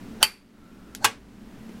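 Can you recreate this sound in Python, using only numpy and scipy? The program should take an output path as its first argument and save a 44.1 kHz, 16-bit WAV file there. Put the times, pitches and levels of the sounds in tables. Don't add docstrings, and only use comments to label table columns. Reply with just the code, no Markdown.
import sys
import numpy as np
from scipy import signal
from scipy.fft import rfft, irfft
from scipy.io import wavfile
from scipy.ndimage import uniform_filter1d

SR = 44100
rng = np.random.default_rng(int(sys.argv[2]) if len(sys.argv) > 2 else 0)


def unload_audio(sound):
    columns = np.transpose(np.atleast_2d(sound))
    steps = np.round(np.clip(columns, -1, 1) * 32767)
    wavfile.write(sys.argv[1], SR, steps.astype(np.int16))


def decibels_to_gain(level_db):
    exponent = np.asarray(level_db, float) / 20
    return 10 ** exponent


N = 79380


def seconds():
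    return np.arange(N) / SR


def unit(x):
    return x / np.sqrt(np.mean(x ** 2))


def noise(colour):
    points = np.array(colour)
    hz = np.maximum(np.arange(N // 2 + 1) * SR / N, 1)
    level_db = np.interp(np.log(hz), np.log(points[:, 0]), points[:, 1])
    return unit(irfft(rfft(rng.standard_normal(N)) * decibels_to_gain(level_db), N))


def band(x, hz, width_hz):
    return signal.lfilter(*signal.iirpeak(hz, hz / width_hz, fs=SR), x)


def fade(t60_s):
    return decibels_to_gain(-60 * seconds()[:SR // 2] / t60_s)


def walk(rate_hz):
    k = int(SR / rate_hz)
    steps = np.repeat(rng.standard_normal(N // k + 1), k)
    return unit(uniform_filter1d(uniform_filter1d(steps, k), k)[:N])


# pitch_hz, level_db (per Hz)
AIR_COLOUR = [(20, -3.5), (90, -18), (216, -11.5), (500, -18), (800, -21), (1660, -24.5), (4000, -32.5),
              (16000, -44.5)]


def room_air():
    return decibels_to_gain(-47 + 0.7 * walk(3.8)) * noise(AIR_COLOUR)


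# pitch_hz, width_hz, level_db
FAN_HUMS = [(54.1, 10, -51.5), (115.9, 31, -54.5), (194, 18, -50), (221.5, 25, -46), (276.5, 36, -50.5),
            (345, 71, -55.5), (418, 47, -58)]


def fan():
    out = np.zeros(N)
    for hz, width, db in FAN_HUMS:
        hum = unit(band(band(rng.standard_normal(N), hz, width), hz, 2 * width))
        out += decibels_to_gain(db + 1.7 * walk(5.6)) * hum
    return out


def coil_whine():
    on_s, off_s = 0.58, 0.95
    live = np.interp(seconds(), [on_s - 0.05, on_s, off_s, off_s + 0.01], [0, 1, 1, 0])
    return decibels_to_gain(-56) * live * unit(band(rng.standard_normal(N), 1350, 60))


# start_s, end_s, pitch_hz, level_db
WHISTLE_SPELLS = [(.58, .82, 12030, -78), (0.584, .82, 12650, -82), (1.6, 1.85, 11930, -76),
                  (1.605, 1.85, 12500, -84)]


def supply_whistle():
    t = seconds()
    out = np.zeros(N)
    for start, end, hz, db in WHISTLE_SPELLS:
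        out += decibels_to_gain(db) * (t > start) * (t < end) * unit(band(rng.standard_normal(N), hz, 120))
    return out


def bench_boom():
    start_s, hz, level_db, rise_s, t60_s = 1.046, 105, -28, 0.016, 0.2
    since = np.maximum(seconds() - start_s, 0)
    swell = decibels_to_gain(level_db - 60 * since / t60_s) * (1 - np.exp(-since / rise_s))
    return swell * np.sin(2 * np.pi * hz * since)


def clack(hits, modes, crack, tail, ring_db, crack_db, crack_t60_s, body_db, body_t60_s,
          tail_db, tail_t60_s, squarest=0):
    side_contact_db = -7
    wobble_rad, wobble_hz, wobble_full_hz = 1.2, 200, 4600
    treble_hz, treble_share = 7000, 0.7
    t = seconds()[:SR // 2]
    out = np.zeros(N + SR)
    bright, dull = noise(crack), noise(tail)
    wobble = wobble_rad * walk(wobble_hz)
    low = signal.sosfiltfilt(signal.butter(1, treble_hz, fs=SR, output="sos"), dull)
    chance = rng.standard_normal((len(hits), len(modes)))
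    late = 1 - fade(0.0097)

    for k, (at, hit_db) in enumerate(hits):
        def take(x, m=0):
            return np.roll(x, -5000 * k - 3100 * m)[:len(t)]

        ring = np.zeros(len(t))
        for m, (hz, db, t60) in enumerate(modes):
            if k != squarest:
                db = db + side_contact_db + 2 * chance[k, m]
            drift = take(wobble, m)
            blur = min(hz / wobble_full_hz, 1) * (drift - drift[0])
            ring += (-1) ** m * decibels_to_gain(db) * fade(t60) * np.sin(2 * np.pi * hz * t + blur)
        snap = decibels_to_gain(crack_db) * take(bright) * fade(crack_t60_s)
        body = decibels_to_gain(body_db) * take(bright[::-1]) * fade(body_t60_s)
        room = take(low) * fade(tail_t60_s) + take(dull - low) * fade(treble_share * tail_t60_s)
        i = int(at * SR)
        out[i:i + len(t)] += decibels_to_gain(hit_db) * (decibels_to_gain(ring_db) * ring + snap + late * (body + decibels_to_gain(tail_db) * room))
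    return out[:N]


# pitch_hz, level_db, t60_s (time to lose 60 dB)
KNOCK_RINGS = [(332, 6.5, 0.038), (1010, -8, 0.014), (2000, -5.5, .015), (3000, -9, .01), (6000, -12, .008),
               (11100, -14, .006)]
# pitch_hz, level_db (per Hz)
SPARK_COLOUR = [(470, -35), (800, -3), (4950, 5.5), (9200, -4.5), (10400, 3.5), (15100, -16), (16500, -32)]


def bench_knock():
    return clack([(1.6935, -37)], KNOCK_RINGS, SPARK_COLOUR, SPARK_COLOUR, ring_db=0,
                 crack_db=-20, crack_t60_s=0.01, body_db=-24, body_t60_s=0.04, tail_db=-40, tail_t60_s=0.1)


# pitch_hz, level_db, t60_s
WIRE_RINGS = [(1400, -16, .012), (3200, -5, .005), (5600, -1, .004), (8200, -5, .003), (11500, -3, .004),
              (14500, -7, .003)]


def wire_snap():
    return clack([(0.9498, -19.5)], WIRE_RINGS, SPARK_COLOUR, SPARK_COLOUR, ring_db=0,
                 crack_db=-3.5, crack_t60_s=0.0082, body_db=-16.5, body_t60_s=0.11,
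                 tail_db=-36, tail_t60_s=0.13)


def slide(guide, times_s, levels_db):
    dull_start_db = 4
    t = seconds()
    start, _, end = times_s
    grains = (rng.random(N) < 0.35) * rng.standard_normal(N) * decibels_to_gain(1.5 * walk(300))
    grains = unit(grains) * (t > start) * (t < end) * decibels_to_gain(np.interp(t, times_s, levels_db))
    to_go = np.clip((end - t) / (end - start), 0, 1)
    out = np.zeros(N)
    for hz, width, db in guide:
        octaves = np.log2(hz / guide[0][0])
        level = decibels_to_gain(db - dull_start_db * octaves * to_go) * np.sqrt(SR / (2 * width))
        out += level * band(band(grains, hz, width), hz, 2 * width)
    return out


# pitch_hz, width_hz, level_db
BACK_GUIDE_RINGS = [(750, 190, 4), (1560, 180, 1), (3100, 4100, -5), (4350, 500, -3), (5800, 3000, -3)]
# start_s, full_speed_s, end_s
BACK_TIMES = (1.0, 1.026, 1.044)
# start_db, full_speed_db, end_db
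BACK_LEVELS = (-55, -44, -42)


def return_scrape():
    return slide(BACK_GUIDE_RINGS, BACK_TIMES, BACK_LEVELS)


# pitch_hz, width_hz, level_db
PULL_GUIDE_RINGS = [(696, 160, -2.5), (1500, 600, -8), (2660, 1200, -11.5), (5760, 600, -12),
                    (10000, 5000, -16)]
# start_s, full_speed_s, end_s
PULL_TIMES = (.196, .217, .2286)
# start_db, full_speed_db, end_db
PULL_LEVELS = (-52, -30, -30)


def pull_scrape():
    return slide(PULL_GUIDE_RINGS, PULL_TIMES, PULL_LEVELS)


# start_s, level_db
STOP_HITS = [
    (1.0439, -24),
    (1.0444, -8),
    (1.0456, -8.5),
    (1.0481, -3.5),
    (1.0500, -8),
    (1.0525, -6.5),
    (1.0575, -15.5),
    (1.0620, -20),
]
# pitch_hz, level_db, t60_s
STOP_RINGS = [(445, -11.5, .2), (596, -10, 0.12), (930, -7, 0.11), (814, 1, 0.13), (889, -9.5, 0.13),
              (990, -6, 0.093), (1130, -7, 0.17), (1543, -1.5, 0.088), (1615, -4.5, 0.13),
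              (1701, -2.5, 0.12), (2191, -8.5, 0.15), (2495, -6, 0.14), (2870, -1, 0.13), (3400, -7, 0.14)]
# pitch_hz, level_db (per Hz)
STOP_CRACK_COLOUR = [(180, -58), (300, -26), (892, -1), (2360, -8), (3130, -8.5), (4030, -9), (7610, -10),
                     (12800, -18.5), (16500, -32)]
# pitch_hz, level_db (per Hz)
STOP_TAIL_COLOUR = [(180, -43), (300, -4), (399, -7), (558, -7.5), (1580, -6.5), (1960, -6), (8420, -17),
                    (13900, -29), (16500, -38)]


def return_clack():
    return clack(STOP_HITS, STOP_RINGS, STOP_CRACK_COLOUR, STOP_TAIL_COLOUR, ring_db=-13.5,
                 crack_db=-0.61, crack_t60_s=0.012, body_db=-9.5, body_t60_s=0.059,
                 tail_db=-20, tail_t60_s=0.25, squarest=3)


# start_s, level_db
CORE_HITS = [
    (.2286, -3.5),
    (.2290, -8),
    (.2295, -1),
    (.2299, -3.5),
    (.2335, -13),
    (.2364, -8),
    (.2385, -19),
    (.2435, -17.5),
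    (.2500, -23.5),
]
# pitch_hz, level_db, t60_s
CORE_RINGS = [(396, -12.5, 0.11), (862, -5.5, 0.13), (1510, -3, 0.067), (1825, -11, 0.066),
              (2384, -10.5, 0.26), (2674, 0, 0.14), (3020, 0.5, 0.078), (3135, -3.5, 0.12),
              (4530, -0.5, .07), (4575, -8, 0.32), (4640, -6, 0.3), (9120, -2.5, 0.022),
              (9184, -18.5, 0.26), (10700, -2.5, 0.037)]
# pitch_hz, level_db (per Hz)
CORE_CRACK_COLOUR = [(180, -50.5), (300, -22), (2690, -2), (3640, -9.5), (4610, -1.5), (7240, -9.5),
                     (9000, 0.5), (13200, -8.5), (16500, -25.5)]
# pitch_hz, level_db (per Hz)
CORE_TAIL_COLOUR = [(350, -11.5), (1600, -6), (2520, -2.5), (3700, -12.5), (4620, -7), (6500, -15.5),
                    (10900, -11), (14600, -19), (16500, -49)]


def pull_in_clack():
    return clack(CORE_HITS, CORE_RINGS, CORE_CRACK_COLOUR, CORE_TAIL_COLOUR, ring_db=-15,
                 crack_db=-1, crack_t60_s=0.0046, body_db=-19, body_t60_s=0.07,
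                 tail_db=-25.5, tail_t60_s=0.39)


def scene():
    workshop = room_air() + fan() + coil_whine() + supply_whistle()
    hits = bench_knock() + wire_snap() + return_clack() + pull_in_clack()
    hits = signal.sosfilt(signal.butter(3, 320, "high", fs=SR, output="sos"), hits)
    scrapes = return_scrape() + pull_scrape()
    return (workshop + bench_boom() + scrapes + hits)[None]


def band_limit(x):
    return signal.sosfilt(signal.butter(12, 16610, fs=SR, output="sos"), x)


# start_s, depth_db
GAIN_DUCKS = [
    (0.234, 20.5),
    (1.052, 7),
]


def record(dry):
    fall_s, back_s = 0.068, 0.5
    duck_db = np.zeros(N)
    for at, depth in GAIN_DUCKS:
        since = np.maximum(seconds() - at, 0)
        duck_db += depth * (1 - np.exp(-since / fall_s)) * np.exp(-since / back_s)
    top_cut = signal.ellip(8, 0.2, 30, 15900, fs=SR, output="sos")
    mix = signal.sosfilt(top_cut, dry * decibels_to_gain(-duck_db))
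    return band_limit(np.clip(mix, -1, 1))


dry = scene()
out = record(dry)
unload_audio(out)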